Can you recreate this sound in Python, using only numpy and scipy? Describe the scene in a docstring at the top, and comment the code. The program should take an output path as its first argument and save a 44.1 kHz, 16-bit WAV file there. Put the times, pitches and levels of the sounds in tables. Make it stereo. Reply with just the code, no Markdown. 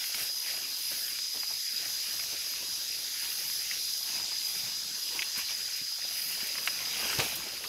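"""Legs swish through tall grass and stems snap on an overgrown forest trail, over a cicada chorus.
One small microphone is carried behind the walkers. Leaves, litter and grass are grainy noise under stride and
sweep envelopes; snaps, soft footfalls and grass flicks are dying bursts of resonant noise. The cicadas are
ringing clicks in one shrill band near 5 kHz over a wide hiss; their level drops abruptly after the last
loud snaps, as if a recorder's gain control turned them down."""
import sys
import numpy as np
from scipy import signal
from scipy.io import wavfile
from scipy.ndimage import uniform_filter1d

SR = 44100
rng = np.random.default_rng(int(sys.argv[2]) if len(sys.argv) > 2 else 0)


def wav_record(signal):
    """Record a signal, one row per channel, as 16-bit PCM in the file named by sys.argv[1]."""
    frames = np.transpose(np.atleast_2d(signal))
    bounded = np.clip(frames, -1, 1)
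    # unit amplitude maps onto the largest positive 16-bit level
    quanta = np.round(bounded * 32767).astype(np.int16)
    wavfile.write(sys.argv[1], SR, quanta)


N = 338688  # samples

# Fine grass swishing round the legs. Each row: frequency in Hz, relative density in dB per Hz.
SWISH_SPECTRUM = [(7000, -45), (8800, -15.5), (10000, -1.5), (12000, 0.5), (13200, -4), (14200, -10),
                  (16000, -20)]
# Airy grass tops close to the microphone. Each row: frequency in Hz, relative density in dB per Hz.
AIR_SPECTRUM = [(12000, -25), (13300, -4), (14200, 0), (16000, -2)]
REST_SWISH_DB, REST_AIR_DB = -47.3, -54.1  # grass between sweeps


def fine_grass():
    """Thin blades scrape past the legs, and grass tops brush by close to the microphone."""
    blades = friction(SWISH_SPECTRUM, per_s=1500, spread_db=3.3, grainy=0.078, patchy_db=1.2, damping=0.15)
    tops = friction(AIR_SPECTRUM, per_s=1500, spread_db=3.0, grainy=0.1, patchy_db=1.5, damping=0.15)
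    return sweep_gain(0, REST_SWISH_DB) * blades + sweep_gain(1, REST_AIR_DB) * tops


# Legs sweeping through the grass. Each row: start in seconds, length in seconds, swish level in dB,
# level in dB of the airy grass tops close to the microphone.
SWEEPS = [(-.05, .22, -40, -46.5), (.08, .26, -38.5, -46.5), (.23, .49, -42, -54), (.63, .61, -40.5, -48),
          (1.2, .65, -45.5, -63), (1.67, .76, -44, -51.5), (2.25, .99, -46, -59), (3.08, .65, -41, -48.5),
          (3.56, .72, -43, -52), (4.3, .44, -41, -58.5), (4.88, .47, -44.5, -53.5), (5.35, .08, -39, -50.5),
          (5.35, .49, -48, -63), (6.03, .42, -39, -45), (6.36, .15, -42.5, -48.5), (6.39, .59, -46, -52),
          (6.83, .4, -43, -47), (7.0, .46, -42, -46.5), (7.58, .18, -47, -52)]
SWEEP_EDGE_S = 0.16  # longest fade in or out


def sweep_gain(layer, rest_db):
    """Gain of one grass layer: each sweep fades in, holds and fades out over the resting level."""
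    t = np.arange(N) / SR
    power = gain_of(rest_db) ** 2
    for start, length, *levels_db in SWEEPS:
        edge = min(SWEEP_EDGE_S, length / 2)
        distance_to_end = np.minimum(t - start, start + length - t)
        fade = np.clip(distance_to_end / edge, 0, 1)
        power = power + (gain_of(levels_db[layer]) * fade) ** 2
    return np.sqrt(power)


# Broad leaves brushed aside. Each row: frequency in Hz, relative density in dB per Hz.
RUSTLE_SPECTRUM = [(700, -13.5), (1100, -20.5), (1500, -7), (2200, -3.5), (2800, -0.5), (3500, -7.5),
                   (5500, -5), (9000, -18), (14000, -36)]


def broad_leaves():
    """Leaves scrape in many small slips, louder with the strides."""
    rustle = friction(RUSTLE_SPECTRUM, per_s=900, spread_db=2.55, grainy=0.17, patchy_db=1.95, damping=0.18)
    return stride_gain(1) * rustle


# Litter underfoot. Each row: frequency in Hz, relative density in dB per Hz.
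TREAD_SPECTRUM = [(60, -7), (110, -0.5), (160, -2), (300, -1.5), (600, -2), (1100, -2), (1400, -3),
                  (2200, -46.5)]


def litter(tread_gain):
    """Trodden litter grinds in low, dull scrapes."""
    return tread_gain * friction(TREAD_SPECTRUM, per_s=400, spread_db=2.2, grainy=0.1, patchy_db=1.94,
                                 damping=0.22, size=1024)


# Steady wading between strides. Each row: time in seconds, litter underfoot in dB, broad leaves in dB.
WADING = [(0.0, -60.0, -43.0), (0.43, -61.0, -50.5), (0.57, -55.5, -44.5), (0.83, -61.5, -46.0),
          (1.13, -58.5, -45.0), (1.31, -64.0, -49.5), (1.65, -66.5, -46.5), (1.79, -57.5, -44.0),
          (2.89, -60.0, -45.5), (3.2, -63.5, -43.5), (3.32, -58.5, -44.5), (3.96, -59.5, -47.5),
          (4.38, -58.5, -44.5), (4.93, -58.5, -46.5), (5.64, -61.0, -45.0), (5.94, -66.0, -47.0),
          (6.13, -59.0, -43.0), (6.82, -52.0, -41.0), (7.05, -44.5, -34.5), (7.29, -51.0, -37.5),
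          (7.68, -54.0, -47.0)]
# Strides that scuff the litter and brush leaves aside. Each row: loudest moment in seconds,
# length in seconds, litter level in dB, leaf level in dB.
STRIDES = [(.2, .35, -53, -37.5), (.5, .31, -55.5, -39), (.93, .18, -55, -40), (1.37, .12, -50, -45.5),
           (1.53, .29, -57, -53.5), (2.33, .22, -54, -49.5), (2.62, .14, -53.5, -52.5),
           (3.02, .29, -59, -52.5), (3.25, .14, -51, -42), (3.74, .31, -66, -43), (4.17, .45, -52.5, -43.5),
           (4.68, .4, -54.5, -46.5), (5.17, .52, -51, -46.5), (5.39, .18, -50.5, -38),
           (5.51, .14, -54, -40.5), (6.43, .18, -58, -41), (7.22, .19, -37, -33), (7.65, .08, -45, -39.5)]
RISE = 0.49  # share of a stride spent swelling


def stride_gain(layer):
    """Gain of litter (0) or leaves (1): steady wading plus a swell and fall for every stride."""
    t = np.arange(N) / SR
    power = level(WADING, 1 + layer) ** 2
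    for peak, length, *levels_db in STRIDES:
        start, end = peak - RISE * length, peak + (1 - RISE) * length
        arch = np.interp(t, [start, peak, end], [0, 1, 0])
        power = power + (gain_of(levels_db[layer]) * arch ** 2) ** 2
    return np.sqrt(power)


# Stems snapping and leaves flicking back. Each row: start in seconds, peak of the ring in dB,
# ring frequency in Hz, resonance width in Hz.
SNAPS = [(.041, -22, 2600, 1800), (.143, -25, 4200, 2500), (.146, -22, 2200, 1800),
         (1.081, -26, 2600, 2200), (1.188, -25, 2410, 2000), (1.433, -28, 1340, 700),
         (2.197, -26, 2210, 1600), (2.239, -31, 2160, 900), (2.537, -33, 1500, 900),
         (3.32, -27, 2700, 1500), (3.5, -28, 2300, 2000), (3.712, -24, 2250, 600), (5.089, -30, 2810, 800),
         (5.192, -20.5, 2570, 600), (5.221, -18, 2500, 1500), (5.228, -23, 2500, 1200),
         (5.361, -28, 2400, 1300), (6.405, -29, 1900, 1200), (6.555, -25, 1900, 1600),
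         (6.584, -23, 2000, 1100), (6.675, -12.5, 2080, 2000), (6.79, -26, 2230, 1100),
         (7.101, -28, 2500, 900), (7.13, -25, 1600, 900), (7.188, -18, 4800, 3000), (7.194, -18, 900, 1190),
         (7.198, -16, 2600, 1200), (7.202, -12, 2500, 4000), (7.641, -26, 2300, 1500)]
SNAP_T60_S, T60_S_PER_DB, FAINT_DB = 0.022, 0.0014, -30  # above FAINT_DB a snap crackles on for longer
BREAK = 10  # first crack against its splinters, amplitude ratio before filtering
SPLINTER_DB = -12  # bright splinters against the ring


def snaps():
    """A break and its splinters ring the stem, with a short bright crackle on top."""
    out, t = np.zeros(N), burst_time()
    for start, db, hz, width in SNAPS:
        t60 = SNAP_T60_S + T60_S_PER_DB * max(db - FAINT_DB, 0)
        crack = rng.standard_normal(len(t)) + BREAK * (t == 0)  # the break itself, then splinters
        ring = burst(t, t60, hz, width, resonate(crack, hz, 2 * width))
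        splinters = burst(t, 0.018, 3900, 3500, crack)
        add(out, start, gain_of(db) * ring)
        add(out, start, gain_of(db + SPLINTER_DB) * splinters)
    return out


# Feet on soft earth and roots. Each row: start in seconds, peak in dB, thud frequency in Hz,
# time in seconds for the driving noise to die by 60 dB.
STEPS = [(0.143, -48, 188, 0.11), (0.213, -50, 72.7, 0.08), (0.912, -40.5, 525, 0.08),
         (1.341, -44.5, 675, 0.12), (1.504, -41.5, 732, 0.039), (2.133, -44, 806, 0.1),
         (2.32, -43, 355, 0.2), (2.716, -54, 80.7, 0.091), (4.314, -39, 886, 0.05), (5.372, -43, 170, 0.08),
         (5.512, -44, 770, 0.08), (5.813, -45.5, 179, 0.048), (5.914, -46, 1100, 0.052),
         (5.981, -42.5, 1040, 0.07), (6.044, -44, 458, 0.052), (6.424, -43.5, 153, 0.051),
         (6.672, -37, 1030, 0.037), (7.019, -35.5, 470, 0.055), (7.184, -28, 167, 0.07),
         (7.464, -42, 161, 0.038)]


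def footfalls():
    """A foot presses in over a few milliseconds and drives a broad, quickly dying thud."""
    out, t = np.zeros(N), burst_time()
    for start, db, hz, t60 in STEPS:
        push = resonate(rng.standard_normal(len(t)), hz, 4 * hz) * (1 - np.exp(-t / 0.006))
        add(out, start, gain_of(db) * burst(t, t60, hz, 0.8 * hz, push))
    return out


# Grass tips flicking against cloth. Each row: start in seconds, peak in dB.
TICKS = [(.146, -31), (.218, -29), (.782, -31), (1.084, -32), (5.374, -28), (5.762, -31), (6.31, -31),
         (6.467, -28), (6.657, -29), (7.006, -30), (7.353, -27)]


def grass_flicks():
    """Each tip gives a soft-edged burst of noise high in the treble."""
    out, t = np.zeros(N), burst_time()
    for start, db in TICKS:
        flick = rng.standard_normal(len(t)) * (1 - np.exp(-t / 0.0042))
        add(out, start, gain_of(db) * burst(t, 0.08, 12700, 6300, resonate(flick, 11400, 9700)))
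    return out


# Rumble of the carried microphone. Each row: frequency in Hz, relative density in dB per Hz.
RUMBLE_SPECTRUM = [(22, -22), (45, -6), (62, 8.5), (95, -6), (150, -21)]
JOLT_DB, JOLT_S, SWAY_DB = -12, 0.15, -73  # jolt against the tread, its smoothing time, steady sway


def microphone_shake(tread_gain):
    """The carried microphone jolts sluggishly with the tread over a steady sway, heard as low rumble."""
    jolt = gain_of(JOLT_DB) * uniform_filter1d(tread_gain, round(JOLT_S * SR))
    rumble = coloured(rng.standard_normal(N), RUMBLE_SPECTRUM, 0.84, size=4096)
    return np.hypot(jolt, gain_of(SWAY_DB)) * rumble


# The insects as picked up, with the abrupt drop after the last loud snaps.
# Each row: time in seconds, near shrill singers in dB, distant wide chorus in dB.
INSECTS = [(0.0, -40.5, -38.5), (0.34, -37, -39.5), (0.77, -39.5, -39), (1.18, -38, -39),
           (1.69, -38, -39.5), (2.03, -38, -38), (2.35, -39.5, -38.5), (3.38, -40.5, -38.5),
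           (3.78, -37.5, -37.5), (4.49, -37.5, -37.5), (4.85, -40, -38.5), (5.62, -38.5, -39),
           (5.82, -38, -40), (7.23, -39.5, -40.5), (7.38, -44, -44.5), (7.68, -42.5, -44)]
# Distant chorus. Each row: frequency in Hz, relative density in dB per Hz.
CHORUS_SPECTRUM = [(2400, -25), (3300, -5.5), (4200, -1), (5500, 0.5), (6400, -0.5), (7100, -8),
                   (8600, -15.5), (11000, -14.5), (13500, -45)]
# Near singers' tymbal resonances. Each row: frequency in Hz, width in Hz, level in dB among the singers.
SINGERS = [(4858, 98, 5), (4914, 104, 9), (5011, 108, 9.5)]


def cicadas():
    """Near singers share one shrill band; far singers blur to a wide hiss."""
    near = evened(sum(singer(*row) for row in SINGERS))
    far = coloured(rng.standard_normal(N), CHORUS_SPECTRUM, 1.16)
    return level(INSECTS, 1) * near + level(INSECTS, 2) * far


def singer(hz, width, db):
    """Tymbal clicks ring one body twice over; the song swells and sinks a few times a second."""
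    swell = evened(signal.resample(rng.standard_normal(60), N))
    clicks = grains(900, 1.2)
    song = evened(resonate(resonate(clicks, hz, width), hz, width))
    return gain_of(db + 0.95 * swell) * song


def friction(spectrum, per_s, spread_db, grainy, patchy_db, damping, size=512):
    """Many small scrapes: grains that ring briefly at scattered pitches, over a blur of unresolved ones."""
    clicks = grains(per_s, spread_db)
    pitches = np.geomspace(spectrum[1][0], min(spectrum[-2][0], 14000), num=12)
    which = rng.integers(0, len(pitches), N)  # the pitch each grain would ring at
    rings = sum(resonate(clicks * (which == k), hz, damping * hz) for k, hz in enumerate(pitches))
    blur = rng.standard_normal(N)
    drive = np.sqrt(grainy) * evened(rings) + np.sqrt(1 - grainy) * blur  # grainy is a share of power
    return coloured(drive, spectrum, patchy_db, size)


def grains(per_s, spread_db):
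    """Sparse clicks of random sign; a few are large."""
    chance, size, sign = rng.random((3, N))
    heights = gain_of(-spread_db * np.log(size + 0.012))
    return evened((chance < per_s / SR) * heights * np.sign(sign - 0.5))


def coloured(x, spectrum, patchy_db, size=512):
    """Gives x a spectrum with broad drifting patches and narrow, short-lived streaks, at rms 1."""
    overlap = size * 3 // 4
    hz, _, z = signal.stft(x, SR, nperseg=size, noverlap=overlap)
    patches = smoothed_noise(z.shape, bins=8, frames=24)
    streaks = smoothed_noise(z.shape, bins=2, frames=16)
    f, db = np.transpose(spectrum)
    shape_db = np.interp(np.log(hz + 1), np.log(f), db, left=-80)
    z = z * gain_of(shape_db[:, None] + patchy_db * patches + 1.66 * streaks)
    return evened(signal.istft(z, SR, nperseg=size, noverlap=overlap)[1][:N])


def smoothed_noise(shape, bins, frames):
    """Random unevenness over frequency and time, at rms 1."""
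    over_frequency = uniform_filter1d(rng.standard_normal(shape), size=bins, axis=0)
    return evened(uniform_filter1d(over_frequency, size=frames, axis=1))


def burst_time():
    """Times in seconds along one short burst."""
    return np.arange(4096) / SR


def burst(t, t60, hz, width, noise):
    """Dying noise through one resonance, peak 1."""
    ring = resonate(noise * gain_of(-60 * t / t60), hz, width)
    return ring / abs(ring).max()


def resonate(x, hz, width):
    """A two-pole resonance of gain 1 at its peak."""
    return signal.lfilter(*signal.iirpeak(hz, hz / width, SR), x)


def add(mix, start, sound):
    """Mixes a sound in at a time in seconds."""
    part = mix[round(start * SR):][:len(sound)]
    part += sound[:len(part)]


def level(rows, column):
    """One dB column of a curve table as a gain for every sample."""
    columns = np.transpose(rows)
    return gain_of(np.interp(np.arange(N) / SR, columns[0], columns[column]))


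def gain_of(db):
    """Decibels to gain."""
    return 10 ** (np.asarray(db) / 20)


def evened(x):
    """Scales to rms 1."""
    return x / np.sqrt(np.mean(x ** 2) + 1e-20)


def scene():
    """Walkers in front of the microphone, cicadas around; one microphone feeds both channels."""
    tread_gain = stride_gain(0)
    brushing = fine_grass() + broad_leaves() + litter(tread_gain)
    knocks = snaps() + footfalls() + grass_flicks()
    mono = brushing + knocks + microphone_shake(tread_gain) + cicadas()
    return np.tile(mono, (2, 1))


EDGE_HZ = 15715  # top of the band


def record(dry):
    """A steep low-pass closes the band at its top edge."""
    lowpass = signal.firwin(1023, EDGE_HZ, window=("kaiser", 12), fs=SR)
    return signal.oaconvolve(dry, lowpass[None], "same")


dry = scene()
out = record(dry)
wav_record(out)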